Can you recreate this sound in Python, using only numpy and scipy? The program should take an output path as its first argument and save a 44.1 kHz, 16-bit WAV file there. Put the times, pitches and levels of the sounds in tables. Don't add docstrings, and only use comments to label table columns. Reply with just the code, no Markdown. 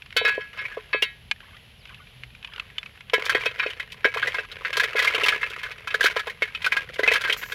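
import sys
import numpy as np
from scipy import signal
from scipy.fft import rfft, irfft, next_fast_len
from scipy.io import wavfile
from scipy.ndimage import uniform_filter1d, minimum_filter1d, map_coordinates

SR = 44100
rng = np.random.default_rng(int(sys.argv[2]) if len(sys.argv) > 2 else 0)


def wav_record(signal):
    frames = np.transpose(np.atleast_2d(signal))
    bounded = np.clip(frames, -1, 1)
    quanta = np.round(bounded * 32767).astype(np.int16)
    wavfile.write(sys.argv[1], SR, quanta)


N = 332514


def amp(db):
    return 10 ** (np.asarray(db) / 20)


def unit(x):
    return x / np.sqrt(np.mean(x ** 2) + 1e-20)


def curves(rows):
    s, *cols = np.transpose(rows)
    return [np.interp(np.arange(N) / SR, s, c) for c in cols]


def wobble(rate):
    knots = rng.standard_normal(int(N * rate / SR) + 4)
    return map_coordinates(knots, [np.arange(N) * rate / SR])


def noise(spectrum):
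    m = next_fast_len(N)
    f, db = np.transpose(spectrum)
    log_f = np.log(np.fft.rfftfreq(m, 1 / SR) + 1)
    gain = amp(np.interp(log_f, np.log(f + 1), db, -120, -120))
    return unit(irfft(rfft(rng.standard_normal(m)) * gain, m)[:N])


def place(s, rows, size=N):
    at = np.round(s * SR).astype(int)[:, None] + np.arange(rows.shape[1])
    return np.bincount(at.ravel(), rows.ravel(), size + SR)[:size]


# (frequency [Hz], relative level per Hz [dB])
AIR_SPECTRUM = [(150, -74), (250, -33), (303, -3.5), (407, 6.5), (1240, 0.5), (1450, 2), (3060, 10.5),
                (6940, -16.5), (9490, -22), (11100, -1.5), (16000, -70)]


def fire_and_insects():
    return amp(-55 + .8 * wobble(3) + .8 * wobble(14)) * noise(AIR_SPECTRUM)


# (frequency [Hz], relative level per Hz [dB])
WIND_SPECTRUM = [(12, -61), (20, -28), (43, -3), (118, -6), (176, -11.5), (234, -17), (300, -25.5),
                 (390, -77), (660, -120)]
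GUST_S, GUST_DB = 6.35, 4.5


def wind_rumble():
    gust_db = GUST_DB * np.clip((np.arange(N) / SR - GUST_S) / .3, 0, 1)
    return amp(-55.5 + gust_db + wobble(1) + wobble(13)) * noise(WIND_SPECTRUM)


def shells(s, size, hz, t60, rise, spread, count=3):
    t = np.arange(SR // 30) / SR
    c = rng.standard_normal((len(s), count, 3))
    part_hz = hz[:, None] * np.exp(spread * np.tanh(c[..., 0]) * np.arange(count) / 2)
    life = np.clip(t60 * np.exp(0.2 * c[..., 1]), .005, .06)
    shape = amp(-60 * t / life[..., None]) * (1 - np.exp(-t / rise))
    part_gain = amp(-4.0 * np.arange(count))[:, None]
    partials = np.sin(2 * np.pi * part_hz[..., None] * t + 9 * c[..., 2:])
    tone = (shape * part_gain * partials).sum(1)
    return place(s, tone * (size / np.abs(tone).max(1))[:, None])


def bursts(s, size, t60, rise=0.00063):
    t = np.arange(SR // 16) / SR
    return place(s, size[:, None] * amp(-60 * t / t60) * (1 - np.exp(-t / rise)))


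# (time [s], level [dB], shell pitch [Hz])
BASKET_TICKS = [(0.021, -31.5, 2400), (0.06, -32.5, 2440), (0.105, -35, 2430), (0.1259, -30.5, 2200),
                (1.3125, -9.5, 2443), (1.361, -43, 1810), (1.4047, -37.5, 1660), (1.567, -35.5, 1940),
                (1.854, -34.5, 2620), (1.873, -40, 2610), (1.8932, -38, 2500), (1.9453, -34.5, 2630),
                (2.0707, -41.5, 2400), (2.235, -29.5, 2100), (2.3046, -45.5, 2460), (2.35, -36, 2350),
                (2.4273, -34.5, 2250), (2.4466, -26, 2490), (2.474, -34.5, 2630), (2.536, -30.5, 2840),
                (2.561, -30, 2790), (2.58, -31, 1430), (2.5975, -21.5, 2630), (2.7007, -40.5, 2200),
                (2.7821, -19, 3470), (2.8303, -29, 2550), (2.8598, -30, 2570), (2.9573, -43, 1730),
                (2.974, -41, 1740), (3.007, -32.5, 2210), (3.098, -26, 2930)]


def ticks():
    s, db, hz = np.transpose(BASKET_TICKS)
    body = shells(s, amp(db), hz, t60=0.032, rise=0.00014, spread=0.393, count=4)
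    dry_noise = noise([(400, -42), (1000, 1.0), (3000, 11.0), (6000, -12.5), (16000, -39.0)])
    return body + bursts(s, amp(db - 2.0), 0.024) * dry_noise


def ring(modes, s, size, scatter_db, hz0=None, count=N):
    chance = rng.standard_normal((len(s), len(modes)))
    out = np.zeros(count)
    for (hz, db, t60), c in zip(modes, chance.T):
        r, w = amp(-60 / (np.clip(t60, .01, .5) * SR)), 2 * np.pi * hz / SR
        near_db = 0 if hz0 is None else -7 * np.abs(np.log2(hz / hz0))
        sign = np.sign(np.sin(9 * c))
        strength = size * amp(db + near_db + scatter_db * c) * sign
        blows = place(s, strength[:, None], count)
        out += signal.lfilter([0, np.sin(w)], [1, -2 * r * np.cos(w), r * r], blows)
    return out


# (relative level [dB], 60 dB decay time [s])
WALL_MODES = [(-8.5, 0.15), (-19, 0.13), (-14.5, 0.17), (-8, 0.21), (-7.5, 0.17), (-6, 0.43), (-20, 0.15),
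              (-15, 0.43), (-14.5, 0.28), (-18, .15), (-6, 0.29), (-12.5, 0.1), (-12.5, 0.4), (-12, .22),
              (-6.5, 0.3), (-14, 0.087), (-18, 0.35), (-9.5, 0.22), (-14, 0.29), (-13.5, .22), (-16, 0.21),
              (-13.5, 0.29), (-13, 0.24), (-15, 0.054), (-11.5, 0.074)]
WALL_PITCHES = [1035, 1105, 1225, 1351, 1521, 1669, 1793, 1886, 1970, 2040, 2162, 2250, 2338, 2532, 2590,
                2835, 2977, 3135, 3208, 3451, 3682, 3872, 4414, 4603, 5313]
# (time [s], share of the wall covered by shells [0 to 1])
COVERED = [(0, 0.037), (1.5, 0.18), (3.1, 0.48), (4.2, 0.71), (7.54, 0.98)]
SAG, DETUNE, DAMPING = .011, 0.0201, 3.1
SETTLE_S = .3


def pot_wall(s, size, hz):
    out = np.zeros(N + SR)
    length = SR * 3 // 4
    db, t60 = np.tile(np.transpose(WALL_MODES), 2)
    for k in range(int(N / SR / SETTLE_S) + 1):
        start = k * SETTLE_S
        fill = np.clip(np.interp(start, *np.transpose(COVERED)), 0, 1)
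        shift = fill * (DETUNE * rng.standard_normal(len(db)) - SAG)
        tuned = np.tile(WALL_PITCHES, 2) * (1 + shift)
        modes = np.transpose([tuned, db - 3.5, t60 / (1 + DAMPING * fill)])
        now = s // SETTLE_S == k
        ringing = ring(modes, s[now] - start, size[now], scatter_db=5.0, hz0=hz[now], count=length)
        out[round(start * SR):][:length] += ringing
    return out[:N]


# (frequency [Hz], relative level [dB], 60 dB decay time [s])
BOTTOM_MODES = [(432.8, -3.5, 0.074), (500.5, -1, 0.04), (653, -2.5, 0.021), (1004, -13.5, 0.092)]


def pot_bottom(s, size, scatter_db):
    return ring(BOTTOM_MODES, s, size, scatter_db)


# (frequency [Hz], relative level per Hz [dB])
CRACK_SPECTRUM = [(530, -10.5), (900, -21.5), (1020, -2), (1120, -17.5), (2120, -0.5), (8660, -36.5),
                  (10800, -33), (16000, -44)]


def crack_noise(treble_only=False):
    if not treble_only:
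        return noise(CRACK_SPECTRUM)
    bright = [(f, d) for f, d in CRACK_SPECTRUM if f > 3000]
    return noise([(3000, -10)] + bright)


DRAG_DB, DRAG_S, DRAG_LAG_S, DRAG_WEIGHT = 7.5, 0.029, 0.016, 0.53


def crowd(s):
    at, db = np.transpose(SHELL_FALLS)[:2]
    near = np.exp(-((s[:, None] - at - DRAG_LAG_S) / DRAG_S) ** 2)
    return (amp(DRAG_WEIGHT * db) * near).sum(1)


# (time [s], relative rattle level [dB])
RAKE_FORCE = [(0.1, -70), (.28, -39), (.48, -63), (.56, -44.5), (.8, -59.5), (.9, -60.5), (1.3, -80),
              (1.9, -83), (2.3, -80.5), (2.6, -56), (3.05, -66), (3.2, -39.5), (3.68, -50), (4.0, -57),
              (4.2, -42), (4.47, -49.5), (5.2, -39), (5.75, -53), (6.2, -48), (6.37, -59), (6.8, -46.5),
              (7.54, -46.5)]


def rattle(count=4200):
    c = rng.random((count, 4))
    s = c[:, 0] * (N / SR - .01)
    rake_db = np.interp(s, *np.transpose(RAKE_FORCE))
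    drag_db = DRAG_DB * np.log2(1 + crowd(s))
    size = amp(rake_db + drag_db - 5.0 + 18.6 * c[:, 1] ** 3)
    hz = 1200 * np.exp(1.0 * c[:, 2])
    body = shells(s, size * amp(-2.0), hz, t60=0.015, rise=0.0014, spread=0.39, count=2)
    crack = bursts(s, size, 0.015) * crack_noise()
    drum = pot_bottom(s, size * amp(-11.0) * c[:, 3], scatter_db=5.5)
    return body + crack + pot_wall(s, size * amp(-11.5), hz) + drum


# (time [s], relative level [dB])
LANDINGS = [(0.164, -14.5), (0.214, -11.5), (0.246, -15), (0.277, -19), (0.378, -12.5), (0.77, -12),
            (0.945, -12.5), (1.024, -18), (3.134, -5), (3.181, -17.5), (3.35, -10), (3.46, -11),
            (3.661, -14.5), (4.051, -7), (4.074, -19), (4.161, -15.5), (4.274, -19), (4.383, -20.5),
            (4.772, -14.5), (4.824, -19.5), (4.95, -11.5), (4.991, -22), (5.019, -20), (5.049, -24),
            (5.144, -16), (5.233, -15), (5.331, -24), (5.943, -13.5), (6.007, -20), (6.043, -13.5),
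            (6.162, -11), (6.271, -18.5), (6.42, -16), (6.993, -8), (7.032, -14), (7.076, -9),
            (7.115, -9.5), (7.298, -22)]


def thumps():
    s, db = np.transpose(LANDINGS)
    drum = pot_bottom(s, amp(db - 7), scatter_db=-1.0)
    return signal.lfilter(*signal.butter(2, 1100, fs=SR), drum)


# (time [s], relative level [dB], shell pitch [Hz],
# relative crack level [dB], relative pot wall ring level [dB])
SHELL_FALLS = [(0.167, -11, 2980, -7, 8.5), (0.252, -13, 2020, -20, 9.5), (0.2803, -17.5, 1600, -12, 11),
               (0.4085, -22, 2210, -43, -0.5), (0.6528, -10, 2300, -64, -28), (0.7156, -15, 1613, -42, -18),
               (0.7758, -21.5, 1100, -43, -4.5), (0.9311, -11, 1830, -44, 4.5),
               (1.0237, 1, 2770, -22.5, -11), (3.1357, -6, 1980, -14.5, 6), (3.255, -25, 3400, 1, 2),
               (3.2961, 1.5, 1620, -23, -7.5), (3.3493, -3.5, 2035, -29, -1), (3.4102, -16.5, 2360, -19, 0),
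               (3.4594, -7.5, 2470, -20.5, 3), (3.5974, -8.5, 2390, -35, 2.5), (3.6302, -16, 1610, -54, 10),
               (3.6643, -10, 2530, -41, -5), (3.704, -10, 3050, -31, -22), (3.799, -14, 1975, -24, -1),
               (3.9203, -20, 2600, -14.5, -19), (4.0458, 8, 1635, -42, -2.5), (4.141, -14, 1680, -19, 2),
               (4.1715, -12, 1160, -26, 4.5), (4.2278, -5.5, 1640, -44, -1), (4.2727, -1, 1970, -26.5, -26),
               (4.345, -13, 1620, -22.5, 3.5), (4.385, -12, 1610, -48, -0.5),
               (4.5165, -19, 3860, -19.5, -1), (4.65, -7.5, 2050, -51, -2.5), (4.7309, -18, 2650, -11, 9.5),
               (4.77, -17, 1250, -2, 11), (4.7992, 1.5, 1690, -23.5, -6), (4.8357, -4, 1930, -19, -1.5),
               (4.957, -19.5, 1660, -23, 9.5), (4.9647, -18, 1780, -11, 10.5),
               (4.993, -0.5, 1950, -20.5, -2.5), (5.025, -4.5, 2000, -20.5, -3),
               (5.0473, -11.5, 1230, -12.5, 10.5), (5.0748, 3, 2096, -29.5, -17),
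               (5.1478, -4, 2520, -22, -0.5), (5.2104, -14.5, 1320, -26, 6), (5.236, 1, 2714, -23.5, -36),
               (5.2618, -22, 1330, 0, 18.5), (5.2848, 1, 2300, -20.5, -5), (5.3242, -15, 1325, -22, 6.5),
               (5.3465, -8.5, 2280, -52, -11), (5.4152, -9.5, 2060, -27, -22), (5.431, -12, 1850, -50, 2.5),
               (5.501, -19.5, 3340, -15, -12), (5.5353, -16.5, 2410, -28, -2),
               (5.592, -21.5, 2490, -21, 1.5), (5.6327, -18.5, 1760, -14.5, 4.5),
               (5.6632, -18.5, 1540, -26, -6), (5.7152, -21.5, 2120, -18, 3), (5.8742, -18, 1325, -15, 7),
               (5.906, -15.5, 2670, -30, 1), (5.9438, -3.5, 1620, -24.5, -4.5), (6.009, 1, 1614, -26, -26),
               (6.0306, -5, 1640, -22, -15), (6.0418, -2, 1756, -16, -5), (6.059, 6, 1577, -24.5, -6),
               (6.112, -12, 1580, -23, -22), (6.1657, -4, 1650, -25, -1), (6.195, -11.5, 1550, -19.5, -1.5),
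               (6.2717, -9.5, 1040, -25, 2.5), (6.2988, -9, 2166, -29, -33), (6.4225, 0, 2163, -28, -2.5),
               (6.479, -19.5, 1725, -29, -5), (6.55, -15, 2980, -25, -0.5), (6.622, -19, 2290, -16.5, -1),
               (6.6458, -7, 2430, -23, -0.5), (6.6626, 1, 1492, -26, -29), (6.7221, 1.5, 2005, -28, -8),
               (6.768, -7, 1577, -21, 2.5), (6.94, -25.5, 2200, -10, -8), (6.9923, -5.5, 1620, -27, -16),
               (7.034, -1.5, 2030, -27.5, -8), (7.0779, 8, 2424, -61, -8), (7.1178, -0.5, 1980, -24, -2),
               (7.1368, -11, 2610, -9, 6), (7.157, -2, 1608, -27, -3.5), (7.2118, -8.5, 1550, -17.5, -22),
               (7.2402, -12, 1643, -21, 5), (7.2509, -18, 1490, -26, 11), (7.2783, -7.5, 1550, -23.5, -20),
               (7.2988, -1, 2216, -28, -2.5), (7.3261, 0, 3160, -22.5, -15), (7.428, -21.5, 1510, -17.5, 6),
               (7.521, -20, 1553, -10.5, 5)]
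CHATTER_S, CHATTER_DB, LEAD_IN = .0032, 5.5, 0.35


def clacks(count=4):
    s, db, hz, crack_db, wall_db = np.repeat(SHELL_FALLS, count, axis=0).T
    c = rng.random((len(SHELL_FALLS), count, 2))
    touch = np.arange(count)
    late = ((touch + 0.852 * (c[..., 0] - .5)) * (touch > 0)).ravel()
    off_nominal = late - LEAD_IN
    s = s + CHATTER_S * off_nominal
    db = db - 2 - CHATTER_DB * np.abs(off_nominal) - 3 * c[..., 1].ravel()
    body = shells(s, amp(db - 9.0), hz, t60=0.048, rise=0.00052, spread=0.256)
    tail = bursts(s, amp(db + crack_db - 5), 0.067)
    snap = bursts(s, amp(db + crack_db + 5), 0.0092, rise=0.00019)
    crack = (tail + snap) * crack_noise(treble_only=True)
    puff = bursts(s, amp(db - 25), 0.055) * crack_noise()
    return body + crack + puff + pot_wall(s, amp(db + wall_db - 9.0), hz)


SCATTER_S, SCATTER_DB = (0.6, 0.58), -48.5


def touch_scatter(count=90):
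    c = rng.random((count, 2))
    s = SCATTER_S[0] + (SCATTER_S[1] - SCATTER_S[0]) * c[:, 0]
    return pot_wall(s, amp(SCATTER_DB + 2.7 * c[:, 1]), np.full(count, 1900))


# (time [s], level [dB])
HUM_SWELLS = [(1.27, -55), (2.22, -47.5), (3.45, -49), (4.22, -49.5), (4.8, -50.5), (5.22, -53.5),
              (5.8, -56)]


def hum():
    t = np.arange(N) / SR
    swell = sum(amp(db) * np.exp(-((t - s) / 0.11) ** 2) for s, db in HUM_SWELLS)
    return swell * np.sin(2 * np.pi * np.cumsum(122 + 1.43 * wobble(4.67)) / SR)


# (start time [s], end time [s], least level of a touch [dB])
BASKET_RUBS = [(1.4, 1.55, -53.5), (1.88, 2.02, -51.5), (2.43, 2.62, -49.5)]


def rubs(count=40):
    start, end, db = np.repeat(BASKET_RUBS, count, axis=0).T
    c = rng.random((len(db), 3))
    s = start + (end - start) * c[:, 0]
    size = amp(db + 5.6 * c[:, 1] ** 2)
    hz = 1050 * np.exp(1.15 * c[:, 2])
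    return shells(s, size, hz, t60=0.033, rise=0.0037, spread=0.32, count=2)


# (time [s], pitch [Hz], level [dB])
BIRD_CALL = [(1.775, 5860, -80), (1.79, 5500, -64), (1.83, 3970, -56), (1.86, 3600, -59)]


def bird():
    t = np.arange(N) / SR
    hz, db = curves(BIRD_CALL)
    calling = (t > BIRD_CALL[0][0]) * (t < BIRD_CALL[-1][0])
    return amp(db) * calling * np.sin(2 * np.pi * np.cumsum(hz) / SR)


# (time [s], level [dB])
SWISH_LEVEL = [(7.36, -76.5), (7.375, -39.5), (7.41, -47.5), (7.45, -50), (7.54, -52)]


def swish():
    bright_noise = noise([(4000, -5), (7000, -4), (9500, -26), (12000, 1.5), (16000, -11)])
    return amp(curves(SWISH_LEVEL)[0]) * bright_noise


def scene():
    outdoors = fire_and_insects() + wind_rumble() + hum() + bird() + swish()
    contacts = ticks() + rattle() + thumps() + clacks() + touch_scatter() + rubs()
    low_cut = signal.butter(4, 300, "high", fs=SR, output="sos")
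    return (signal.sosfilt(low_cut, contacts) + outdoors)[None]


TOP_HZ = 15900


def record(dry):
    need = np.minimum(1, .5 / (np.abs(dry) + 1e-9))
    gain = uniform_filter1d(minimum_filter1d(need, size=81), size=41)
    m = next_fast_len(N)
    in_band = np.fft.rfftfreq(m, 1 / SR) < TOP_HZ
    return irfft(rfft(dry * gain, m) * in_band, m)[..., :N]


dry = scene()
out = record(dry)
wav_record(out)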